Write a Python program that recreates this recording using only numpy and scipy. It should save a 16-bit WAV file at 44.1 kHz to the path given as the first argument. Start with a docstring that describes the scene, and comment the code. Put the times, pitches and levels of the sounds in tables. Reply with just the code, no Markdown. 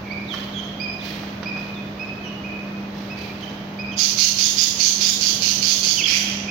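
"""A budgerigar close by on the right scolds in harsh, rattling squawks that ring round a walled yard.
Its syrinx chops turbulent air into pulses, and the resonances of its throat shape them.
Mostly before this, the flock in the wooden aviary whistles and chirps in nearly pure, gliding tones,
rustles its feathers and taps on wood and wire. A motor hums over the rumble of the neighbourhood,
and an automatic gain control ducks the whole sound under the squawks."""
import sys
import numpy as np
from scipy import signal
from scipy.fft import rfft, irfft, next_fast_len
from scipy.io import wavfile
from scipy.ndimage import uniform_filter1d, map_coordinates

SR = 44100
rng = np.random.default_rng(int(sys.argv[2]) if len(sys.argv) > 2 else 0)


def digitize_waveform(pressure):
    """Quantize a signal to 16-bit integers and store it at the path in sys.argv[1].

    Rows of a 2-D input are taken as channels; values are limited to [-1, 1].
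    """
    field = np.atleast_2d(pressure).T
    bounded = np.clip(field, -1, 1)
    quanta = np.round(bounded * 32767).astype(np.int16)
    wavfile.write(sys.argv[1], SR, quanta)


N = 286650
TIME = np.arange(N) / SR

# spectrum of the neighbourhood's rumble: frequency_hz, gain_db
RUMBLE_SPECTRUM = [(25, -19), (60, -2.5), (120, 3.5), (180, 3), (300, 1.5), (450, -2.5), (700, -3.5),
                   (1300, -7.5), (2500, -11.5), (4500, -18.5), (6400, -24.5), (8000, -52.5), (10000, -57),
                   (15000, -41.5)]
# likeness of the rumble at the two microphone ports: frequency_hz, correlation
RUMBLE_COHERENCE = [(100, 0.99), (250, 0.93), (500, 0.81), (1000, 0.071), (2000, 0)]
# spectral lines of the motor: frequency_hz, level_db
MOTOR_LINES = [(118.4, -50.5), (162, -49.5), (200.3, -35), (310, -48), (602, -51.5), (700, -55)]
# reverberation of the yard, shorter in the treble: upper_edge_hz, t60_s
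YARD_BANDS = [(3600, 1.22), (5500, 0.66), (7600, 0.95), (20000, 0.58)]
# the left port, which faces away from the cage, against the right: frequency_hz, gain_db
LEFT_RESPONSE = [(200, -1), (1000, -2), (2000, -3.5), (3000, -7), (4500, -15), (6200, -12), (7200, -6.5),
                 (8300, 6), (10000, 5), (12500, 13.5), (15500, 11)]
# stirs of plumage: peak_s, level_db
FEATHER_STIRS = [(.34, -36), (.6, -42), (1.05, -32), (1.6, -41.5), (2.97, -40), (3.2, -37.5), (3.42, -41)]
# spectrum of brushing feathers: frequency_hz, gain_db
FEATHER_SPECTRUM = [(300, -5), (1000, -9), (2000, 3.5), (4400, 6), (6300, -4.5), (8000, -24), (10000, -30),
                    (15000, -22.5)]
# spectrum of hissing wing tips: frequency_hz, gain_db
WING_SPECTRUM = [(7000, -31), (10000, -10), (14000, -1)]
# impacts of beaks and claws: start_s, level_db
IMPACTS = [(.338, -25), (1.232, -31), (1.429, -26), (1.562, -32), (3.498, -34.5), (3.918, -39)]
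# spectrum of an impact: frequency_hz, gain_db
WOOD_SPECTRUM = [(300, 7.5), (900, 14.5), (2000, 9.5), (4200, 5), (6000, 0.5), (8000, -63), (15000, -47)]
# arched whistles: start_s, length_s, crest_hz, level_db, octave_db
WHISTLE_NOTES = [ (.797, .061, 2490, -25, -3), (1.455, .058, 2510, -23.5, -13),
                 (1.992, .052, 2570, -25.5, -17), (2.438, .047, 2520, -28, -25),
                 (2.513, .036, 2530, -33, -25), (3.098, .046, 2590, -31.5, -12),
                 (3.17, .05, 2400, -36.5, -6), (3.787, .047, 2510, -25, -11), (6.481, .042, 2530, -21, -21)]
# falling chirps: start_s, length_s, first_hz, last_hz, level_db, octave_db
CHIRP_NOTES = [ (0.028, 0.082, 2380, 2285, -31, -31), (0.266, 0.095, 4100, 3095, -26, -20),
               (.517, .1, 3910, 3105, -26.5, -14.5), (0.987, .038, 4140, 3450, -34, -20),
               (1.733, 0.054, 4180, 3440, -34.5, -37), (2.227, 0.072, 3275, 2820, -30, -15),
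               (3.414, 0.037, 3170, 3045, -30.5, -13)]
# hoarse yelps: start_s, length_s, first_hz, last_hz, level_db, quiver_share
YELP_NOTES = [ (.101, .04, 2130, 2570, -27.5, .016), (3.912, .045, 3600, 2550, -35, .05),
              (5.964, .066, 3420, 2100, -17.5, .04), (6.038, .011, 3380, 3240, -11.5, .02),
              (6.054, .015, 3300, 3150, -11.5, .022)]
# treble loss in the small birds' throats: frequency_hz, gain_db
FLOCK_THROAT_SPECTRUM = [(6200, 0), (7400, -16)]
# broad response of the scolding bird's throat: frequency_hz, gain_db
THROAT_SPECTRUM = [(500, -45), (1400, -11.5), (2100, -8), (2900, -3), (4500, 5.5), (6700, 0), (7400, -8.5),
                   (8300, -22.5), (9400, -15), (12000, -19.5), (15500, -15.5)]
# throat resonances in a squawk: centre_hz, gain_db, tension_exponent
SQUAWK_FORMANTS = [(3303, 0, 1), (4684, 2.1, 0.67), (5530, -2, 0.4), (6190, 1.9, 0.27)]
# throat resonances in the closing screech: centre_hz, gain_db
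SCREECH_FORMANTS = [(2130, 6), (2540, 9.5), (4560, 3.5), (5550, 8.5)]
# scolding syllables: start_s, length_s, level_db, tension_factor, climb_share, top_formant_db
SYLLABLES = [ (3.981, 0.091, -13, 1, -0.12, 5), (4.180, 0.082, -9.5, 0.92, 0.02, 5),
             (4.38, 0.098, -13, 1.02, 0.24, 5), (4.573, 0.079, -11.5, 1.06, 0.062, 2.5),
             (4.792, .11, -11.5, 0.97, 0.084, 9.5), (5.001, .11, -14, 1.07, 0.24, 1),
             (5.202, 0.118, -16, 0.97, 0.054, 3), (5.414, .12, -16.5, 0.895, 0.027, 1.5),
             (5.617, 0.14, -15, 0.99, 0.12, 2), (5.824, 0.119, -16, 0.99, .03, 5)]


def from_db(db):
    """Amplitude grows tenfold for every 20 dB."""
    return 10 ** (np.asarray(db) / 20)


def unit_rms(x):
    """Division by the root mean square gives unit power."""
    return x / np.sqrt(np.mean(x ** 2) + 1e-20)


def at_hz(points, hz):
    """Interpolation of a table on a logarithmic frequency axis."""
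    known_hz, values = np.transpose(points)
    return np.interp(np.log(np.maximum(hz, 1)), np.log(known_hz), values)


def colour(x, spectrum):
    """Linear filtering multiplies the spectrum by a gain curve."""
    size = next_fast_len(x.shape[-1] + 2048)
    gain = from_db(at_hz(spectrum, np.fft.rfftfreq(size, 1 / SR)))
    return irfft(rfft(x, size) * gain, size)[..., :x.shape[-1]]


def drift(rate_hz, size=N):
    """Spline interpolation of random values gives a smooth fluctuation with a spread near 1."""
    knots = rng.standard_normal(2048)
    return map_coordinates(knots, [np.arange(size) * rate_hz / SR], order=3, mode="wrap")


def add(track, start_s, sound):
    """Superposition: a sound adds to what the track holds."""
    first = max(round(start_s * SR), 0)
    track[first:first + len(sound)] += sound[:max(N - first, 0)]


def progress(length_s):
    """Normalised time, from 0 to 1 through a note."""
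    return np.linspace(0, 1, int(length_s * SR))


def swell(t, length, attack, release):
    """A raised-cosine envelope rounds both ends of a note; all times share the unit of t."""
    ramp = np.clip(np.minimum(t / attack, (length - t) / release), 0, 1)
    return np.sin(np.pi / 2 * ramp) ** 2


def rumble(level_db=-34.5):
    """Partial coherence: the neighbourhood's noise is alike at both ports in the bass only."""
    mid, side = rfft(rng.standard_normal((2, N)))
    alike = np.clip(at_hz(RUMBLE_COHERENCE, np.fft.rfftfreq(N, 1 / SR)), -1, 1)
    noise = irfft(np.sqrt(1 + alike) * mid + np.sqrt(1 - alike) * side * [[1], [-1]], N)
    return from_db(level_db) * unit_rms(colour(noise, RUMBLE_SPECTRUM))


def motor(waver_db=1.5, wander_rad=0.13):
    """A motor's line spectrum, each line slowly modulated in amplitude and phase."""
    hum = np.zeros(N)
    for hz, level_db in MOTOR_LINES:
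        amplitude = np.sqrt(2) * from_db(level_db + waver_db * drift(5.8))
        hum += amplitude * np.sin(2 * np.pi * hz * TIME + wander_rad * drift(4.4))
    return hum


def yard(x, left_db, early_db, late_db, cage_t60_s=0.035, build_s=0.023, echoes_per_s=1000):
    """Convolution with the direct path, quick cage reflections and wall echoes that thicken as they die."""
    t = np.arange(SR) / SR
    early = rng.standard_normal((2, SR)) * from_db(-60 * t / cage_t60_s)
    crowding = 1 + 10 * t
    echoes = rng.standard_normal((2, SR)) * (rng.random((2, SR)) < echoes_per_s * crowding / SR)
    echoes *= (1 - np.exp(-(t / build_s) ** 2)) / np.sqrt(crowding)
    late = 0
    for edge_hz, t60_s in YARD_BANDS:
        band = signal.sosfiltfilt(signal.butter(4, edge_hz, fs=SR, output="sos"), echoes)
        late = late + band * from_db(-60 * t / t60_s)
        echoes = echoes - band
    near = (t == 0) + from_db(early_db) * unit_rms(early) / np.sqrt(SR)
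    response = near * from_db([[left_db], [0]]) + from_db(late_db) * unit_rms(late) / np.sqrt(SR)
    return signal.fftconvolve(x[None], response, axes=1)[:, :N]


def rustle(grain_db=2.0, rise_db_per_s=226, fall_db_per_s=56, fidget_db=-51):
    """Friction noise: feathers brush in uneven clumps, and each stir dies back into faint fidgeting."""
    brushing = rng.standard_normal(N) * from_db(grain_db * drift(170))
    level_db = np.full(N, fidget_db)
    for peak_s, peak_db in FEATHER_STIRS:
        below_db = np.maximum(rise_db_per_s * (peak_s - TIME), fall_db_per_s * (TIME - peak_s))
        level_db = np.maximum(level_db, peak_db - below_db)
    # the wing tips' hiss grows 2 dB for each dB of the stir
    hiss_db = -61 + 2 * (level_db + 32.5)
    hiss = from_db(hiss_db) * unit_rms(colour(brushing, WING_SPECTRUM))
    return from_db(level_db) * unit_rms(colour(brushing, FEATHER_SPECTRUM)) + hiss


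def taps(t60_s=0.11, contact_s=0.0006):
    """Damped impacts: beaks and claws on wood and wire give cracks that decay exponentially."""
    out = np.zeros(N)
    t = np.arange(SR // 10) / SR
    contact = 1 - np.exp(-t / contact_s)
    for start_s, level_db in IMPACTS:
        crack = unit_rms(colour(rng.standard_normal(len(t)), WOOD_SPECTRUM))
        add(out, start_s, from_db(level_db - 60 * t / t60_s) * contact * crack)
    return out


def note(pitch_hz, level_db, octave_db, quiver_share, attack_share=0.25):
    """Fast random frequency modulation makes a tone and its weaker octave hoarse."""
    size = len(pitch_hz)
    quivering_hz = pitch_hz * (1 + quiver_share * drift(505.5, size))
    phase = 2 * np.pi * np.cumsum(quivering_hz) / SR
    tone = np.sin(phase) + from_db(octave_db) * np.sin(2 * phase)
    envelope = swell(np.linspace(0, 1, size), length=0.98, attack=attack_share, release=0.22)
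    return from_db(level_db) * np.sqrt(2) * tone * envelope


def whistles(scoop_share=0.08, sag_share=0.025, crest=0.46):
    """Parabolic glides: the pitch scoops up to a crest just before mid-note, then sags."""
    out = np.zeros(N)
    for start_s, length_s, crest_hz, level_db, octave_db in WHISTLE_NOTES:
        past_crest = progress(length_s) - crest
        scoop = scoop_share * (past_crest / crest) ** 2
        sag = sag_share * (past_crest / (1 - crest)) ** 2
        pitch_hz = crest_hz * (1 - np.where(past_crest < 0, scoop, sag))
        add(out, start_s, note(pitch_hz, level_db, octave_db, quiver_share=0.005, attack_share=0.11))
    return out


def chirps(growth_db=16):
    """Quadratic sweeps: the pitch drops fast and levels off as the tone grows louder and cleaner."""
    out = np.zeros(N)
    for start_s, length_s, first_hz, last_hz, level_db, octave_db in CHIRP_NOTES:
        height = (1 - progress(length_s)) ** 2
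        pitch_hz = last_hz + (first_hz - last_hz) * height
        quiver_share = 0.017 + 0.045 * height
        add(out, start_s, note(pitch_hz, level_db - growth_db * height, octave_db, quiver_share))
    return out


def yelps(octave_db=-11.5):
    """Linear sweeps: a hoarse tone slides evenly from one pitch to another."""
    out = np.zeros(N)
    for start_s, length_s, first_hz, last_hz, level_db, quiver_share in YELP_NOTES:
        pitch_hz = first_hz + (last_hz - first_hz) * progress(length_s)
        add(out, start_s, note(pitch_hz, level_db, octave_db, quiver_share))
    return out


def formant(x, centre_hz, width_hz=430):
    """Heterodyning: shifting down, low-passing and shifting back gives a resonance that can move."""
    carrier = np.exp(2j * np.pi * np.cumsum(centre_hz) / SR)
    pole = np.exp(-np.pi * width_hz / SR)
    return np.real(carrier * signal.lfilter([1 - pole], [1, -pole], x / carrier))


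def squawk(length_s, formants, climb_share, lead_s, rattle_hz=168, rasp_db=-19.5, brighten_db=9.0):
    """Source and filter: the syrinx snaps open unevenly, puffing turbulent air into four resonances."""
    t = np.arange(-int(lead_s * SR), SR // 5) / SR
    size = len(t)
    cycle = np.cumsum(rattle_hz * (1 + 0.12 * drift(120, size))) / SR % 1
    puffs = 0.4 + np.exp(-cycle / 0.24)  # some air leaks between the pulses
    uneven_db = drift(140.6, size)
    air = puffs * from_db(uneven_db) * rng.standard_normal(size)
    # the beak opens through the syllable: the resonances glide and the top one grows
    opening = np.clip(t / length_s, 0, 1) - 0.5
    centres_hz, gains_db = np.transpose(formants)
    strengths_db = [*gains_db[:-1], gains_db[-1] + brighten_db * opening]
    voice = from_db(rasp_db) * air
    for centre_hz, strength_db in zip(centres_hz, strengths_db):
        stretch = 1 + climb_share * opening + 0.0084 * drift(96, size)
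        voice += from_db(strength_db) * formant(air, centre_hz * stretch)
    voice = colour(voice, THROAT_SPECTRUM)
    # steady lung pressure keeps the power even over a few pulses
    voice /= np.sqrt(uniform_filter1d(voice ** 2, size=1300) + 1e-12)
    # a soft hiss runs ahead while the pressure builds
    lead = from_db(-9.5) * swell(t - t[0], length_s, attack=0.04, release=0.03)
    return voice * np.maximum(lead, swell(t, length_s, attack=0.013, release=0.014))


def scolding(lead_s=0.025):
    """Tension tunes the throat's resonances for each syllable; they drop for the closing screech."""
    out = np.zeros(N)
    rest_hz, rest_db, tension_exponent = np.transpose(SQUAWK_FORMANTS)
    for start_s, length_s, level_db, tension, climb_share, top_formant_db in SYLLABLES:
        formants = np.column_stack([rest_hz * tension ** tension_exponent, rest_db])
        formants[-1, 1] += top_formant_db
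        add(out, start_s - lead_s, from_db(level_db) * squawk(length_s, formants, climb_share, lead_s))
    screech = squawk(length_s=0.135, formants=SCREECH_FORMANTS, climb_share=0.24, lead_s=lead_s)
    add(out, 6.057 - lead_s, from_db(-17.5) * screech)
    return out


def scene():
    """The near bird, farther flock and background superpose; the left port hears the birds mostly by echo."""
    near_bird = yard(scolding(), left_db=-16.0, early_db=-3.5, late_db=-2.0)
    calls = colour(whistles() + chirps() + yelps(), FLOCK_THROAT_SPECTRUM)
    flock = yard(calls + taps() + rustle(), left_db=-7.0, early_db=-8.0, late_db=-3.2)
    left, right = from_db(2.5) * near_bird + from_db(0.2) * flock + rumble() + motor()
    return np.array([colour(left, LEFT_RESPONSE), right])


def record(dry, threshold_db=-16.0, squeeze=0.55, release_db_per_s=43.0, ceiling=0.92, cutoff_hz=15900):
    """Compression: the gain ducks fast and recovers slowly; peaks are rounded and the top is cut."""
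    power = uniform_filter1d(np.max(dry ** 2, axis=0), size=440)
    level_db = 10 * np.log10(power + 1e-12)
    recovery_db = release_db_per_s * TIME
    held_db = np.maximum.accumulate(level_db + recovery_db) - recovery_db
    ducked = dry * from_db(-squeeze * np.maximum(held_db - threshold_db, 0))
    rounded = ducked / (1 + (ducked / ceiling) ** 4) ** 0.25
    return signal.sosfiltfilt(signal.ellip(12, 0.05, 60, cutoff_hz, fs=SR, output="sos"), rounded)


dry = scene()
out = record(dry)
digitize_waveform(out)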